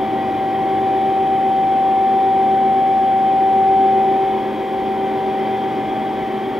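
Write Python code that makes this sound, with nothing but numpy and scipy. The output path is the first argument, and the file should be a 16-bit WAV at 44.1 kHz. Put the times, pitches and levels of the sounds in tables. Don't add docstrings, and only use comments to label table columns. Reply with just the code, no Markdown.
import sys
import numpy as np
from scipy import signal
from scipy.fft import rfft, irfft
from scipy.io import wavfile
from scipy.ndimage import map_coordinates

SR = 44100
rng = np.random.default_rng(int(sys.argv[2]) if len(sys.argv) > 2 else 0)


def inscribe(sig):
    pcm = np.round(np.clip(np.atleast_2d(sig).T, -1, 1) * 32767)
    wavfile.write(sys.argv[1], SR, pcm.astype(np.int16))


N = 290619


def amp(db):
    return 10 ** (np.asarray(db) / 20)


def in_time(rows):
    time_s, *columns = np.transpose(rows)
    sample_s = np.arange(N) / SR
    return [np.interp(sample_s, time_s, column) for column in columns]


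def over_hz(rows):
    hz, *columns = np.transpose(rows)
    log_bin_hz = np.log(np.fft.rfftfreq(N, 1 / SR) + 1)
    return [np.interp(log_bin_hz, np.log(hz), column) for column in columns]


def drift(corner_hz):
    hop, settle = 220, 2000
    steps = N // hop + 2
    pole = np.exp(-2 * np.pi * corner_hz * hop / SR)
    draws = rng.standard_normal(steps + settle)
    slow = signal.lfilter([1], [1, -2 * pole, pole * pole], draws)[settle:]
    unit_gain = np.sqrt((1 - pole * pole) ** 3 / (1 + pole * pole))
    return np.interp(np.arange(N) / hop, np.arange(steps), slow * unit_gain)


def tone(hz, rms_db, waver_db=0, waver_hz=0.98, start_turns=None):
    if start_turns is None:
        start_turns = rng.random()
    turns = hz * np.arange(N) / SR + start_turns
    level_db = rms_db + waver_db * drift(waver_hz)
    return np.sqrt(2) * amp(level_db) * np.sin(2 * np.pi * turns)


def beating(hz, rms_db, neighbours):
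    start = rng.random()
    out = tone(hz, rms_db, start_turns=start)
    for near_hz, in_step_s, first_db, last_db in neighbours:
        near_start = start + (hz - near_hz) * in_step_s
        out += tone(near_hz, np.linspace(first_db, last_db, N), start_turns=near_start)
    return out


def coloured(spectrum_db_per_hz):
    white = rfft(rng.standard_normal(N))
    return irfft(white * amp(spectrum_db_per_hz) * np.sqrt(SR / 2), N)


def panels(x, echo_db):
    now, out = np.arange(N), x.copy()
    delays_s = (.0023, .0037, .0059, .0083, .0127, .0191)
    for delay_s in delays_s:
        lag = SR * (delay_s + .0003 * drift(.4))
        out += amp(echo_db) * map_coordinates(x, [now - lag], order=2, mode="grid-wrap")
    return out / np.sqrt(1 + len(delays_s) * amp(echo_db) ** 2)


# (frequency [Hz], level re direct noise [dB])
SCATTER = [(30, -26), (100, -32), (400, -30), (900, -18), (1300, -11), (2100, -20), (3300, -18),
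           (4500, -11), (6500, -9)]


def flow_noise(spectrum, walk_db, echo_db):
    level_db, = over_hz(spectrum)
    scatter_db, = over_hz(SCATTER)
    direct = panels(coloured(level_db), echo_db)
    scattered = coloured(level_db + scatter_db)
    return amp(walk_db) * np.array([direct, scattered])


# (frequency [Hz], level [dB/Hz])
AIR_SPECTRUM = [(20, -86), (40, -76), (57, -64.5), (72, -66.5), (105, -61.5), (190, -55.5), (285, -53.5),
                (355, -54), (405, -63.5), (620, -57.5), (720, -60.5), (980, -60), (1300, -73.5),
                (3000, -140)]
# (time [s], air [dB], oil [dB])
WALK_GAIN = [(0, 1, 1), (1.6, -1.5, 0), (3.3, -1.5, 0), (4.2, 0, .5), (4.7, -1, 0), (5.5, 0, 1.5),
             (6.59, -0.5, .5)]


def air():
    air_db, _ = in_time(WALK_GAIN)
    return flow_noise(AIR_SPECTRUM, air_db, echo_db=-14)


# (frequency [Hz], level [dB/Hz])
OIL_SPECTRUM = [(900, -90.5), (1300, -74.5), (1500, -72), (2150, -69), (2400, -72.5), (2780, -82),
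                (3080, -72.5), (3330, -72.5), (3550, -80.5), (4300, -90.5), (4800, -89.5), (6200, -99),
                (7200, -108), (9000, -135)]


def oil():
    _, oil_db = in_time(WALK_GAIN)
    return flow_noise(OIL_SPECTRUM, oil_db, echo_db=-15)


# (frequency [Hz], level [dB])
HUMS = [(126.5, -49), (182.5, -53), (244.5, -42), (261.1, -44), (288.6, -42), (291.7, -46), (295.4, -46),
        (298.3, -43), (343.8, -40), (360.2, -45), (446.5, -54), (476, -50), (497.3, -43), (514, -46),
        (542.3, -48), (623.8, -51), (632, -50), (687.6, -52), (750.1, -48), (758.4, -50), (766.9, -48),
        (833.2, -50), (862.9, -50), (876.6, -48), (922.6, -54), (1031, -55), (1129.2, -53), (1145.9, -56),
        (1258.2, -60), (1390.3, -59), (1574.6, -61), (2516.4, -57), (3353.4, -64), (5032.7, -82)]


def motors():
    return sum(tone(hz, db, waver_db=2.5, waver_hz=.8) for hz, db in HUMS)


FAN_HZ = 106.795
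# (first level [dB], last level [dB])
FAN_SECOND = (-36, -33.5)
# (frequency [Hz], in step at [s], first level [dB], last level [dB])
FAN_NEIGHBOURS = [(215.67, 2.05, -47, -46), (215.27, 2.01, -48, -48), (218.99, .083, -53, -42)]
# (time [s], third [dB], fourth [dB], fifth [dB])
FAN_UPPER = [(0, -36.5, -40.5, -39.5), (3.2, -39, -42.5, -39.5), (4.0, -41, -37.5, -37),
             (4.7, -48, -36.5, -36), (5.8, -51, -35.5, -40), (6.59, -48, -37, -51)]
# (harmonic number [-], level [dB])
FAN_WEAK = [(1, -49), (6, -46), (7, -49)]


def fan():
    second = beating(2 * FAN_HZ, np.linspace(*FAN_SECOND, N), FAN_NEIGHBOURS)
    upper = sum(tone(k * FAN_HZ, db) for k, db in enumerate(in_time(FAN_UPPER), start=3))
    weak = sum(tone(round(k) * FAN_HZ, db, waver_db=3.0) for k, db in FAN_WEAK)
    return second + upper + weak


PUMP_HZ = 386.82
PUMP_WAVER_DB, PUMP_WAVER_HZ = 3, 1.5
# (time [s], level [dB])
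WHINE = [(0, -22), (.3, -21.5), (.88, -18), (1.95, -15), (2.6, -15), (3.27, -15), (3.82, -13),
         (4.05, -15.5), (4.3, -18.5), (4.53, -27.5), (4.81, -22.5), (5.54, -22), (5.8, -24.5), (5.97, -23),
         (6.24, -25), (6.59, -28)]
# (time [s], level [dB])
PUMP_FIRST = [(0, -31), (3, -30.5), (4.2, -23.5), (5.2, -28.5), (6.59, -30)]
# (frequency [Hz], in step at [s], first level [dB], last level [dB])
PUMP_NEIGHBOURS = [(387.52, 1.0, -34.5, -36), (379.19, .037, -31, -35), (370.86, .029, -38, -37)]
# (harmonic number [-], level [dB])
PUMP_HIGH = [(3, -52), (4, -56), (5, -54), (6, -59), (7, -65), (9, -63), (10, -67), (11, -78), (12, -78)]


def pump():
    whine = tone(2 * PUMP_HZ, *in_time(WHINE))
    first = beating(PUMP_HZ, *in_time(PUMP_FIRST), PUMP_NEIGHBOURS)
    high = sum(tone(round(k) * PUMP_HZ, db, PUMP_WAVER_DB, PUMP_WAVER_HZ) for k, db in PUMP_HIGH)
    return whine + first + high


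# (frequency [Hz], left lag [rad], left-right level [dB])
PORTS = [(20, .03, .1), (100, .14, .3), (200, .3, .6), (400, .5, .7), (750, .5, 1.2), (1100, .45, 2.6),
         (1450, .62, .9), (2300, .2, .1), (3100, .28, .1), (4400, .01, -1), (6000, 0, -.8), (8000, 0, 0)]


def scene():
    direct, scattered = air() + oil()
    direct += motors() + fan() + pump()
    lag_rad, balance_db = over_hz(PORTS)
    side = np.array([[1], [-1]])
    ports = amp(side * balance_db / 2) * np.exp(-.5j * side * lag_rad)
    half = 4096
    centred = np.fft.fftshift(irfft(ports, N), axes=1)
    response = centred[:, N // 2 - half:N // 2 + half + 1]
    running = np.pad(direct, half, "reflect", reflect_type="odd")
    return signal.fftconvolve(running[None], response, "valid", axes=1) + side * scattered


SELF_NOISE_DB_PER_HZ, CUTOFF_HZ = -100.1, 15700


def record(dry):
    hiss = amp(SELF_NOISE_DB_PER_HZ) * np.sqrt(SR / 2) * rng.standard_normal(N)
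    cut = signal.ellip(14, .1, 40, CUTOFF_HZ, fs=SR, output="sos")
    return signal.sosfiltfilt(cut, dry + hiss)


dry = scene()
out = record(dry)
inscribe(out)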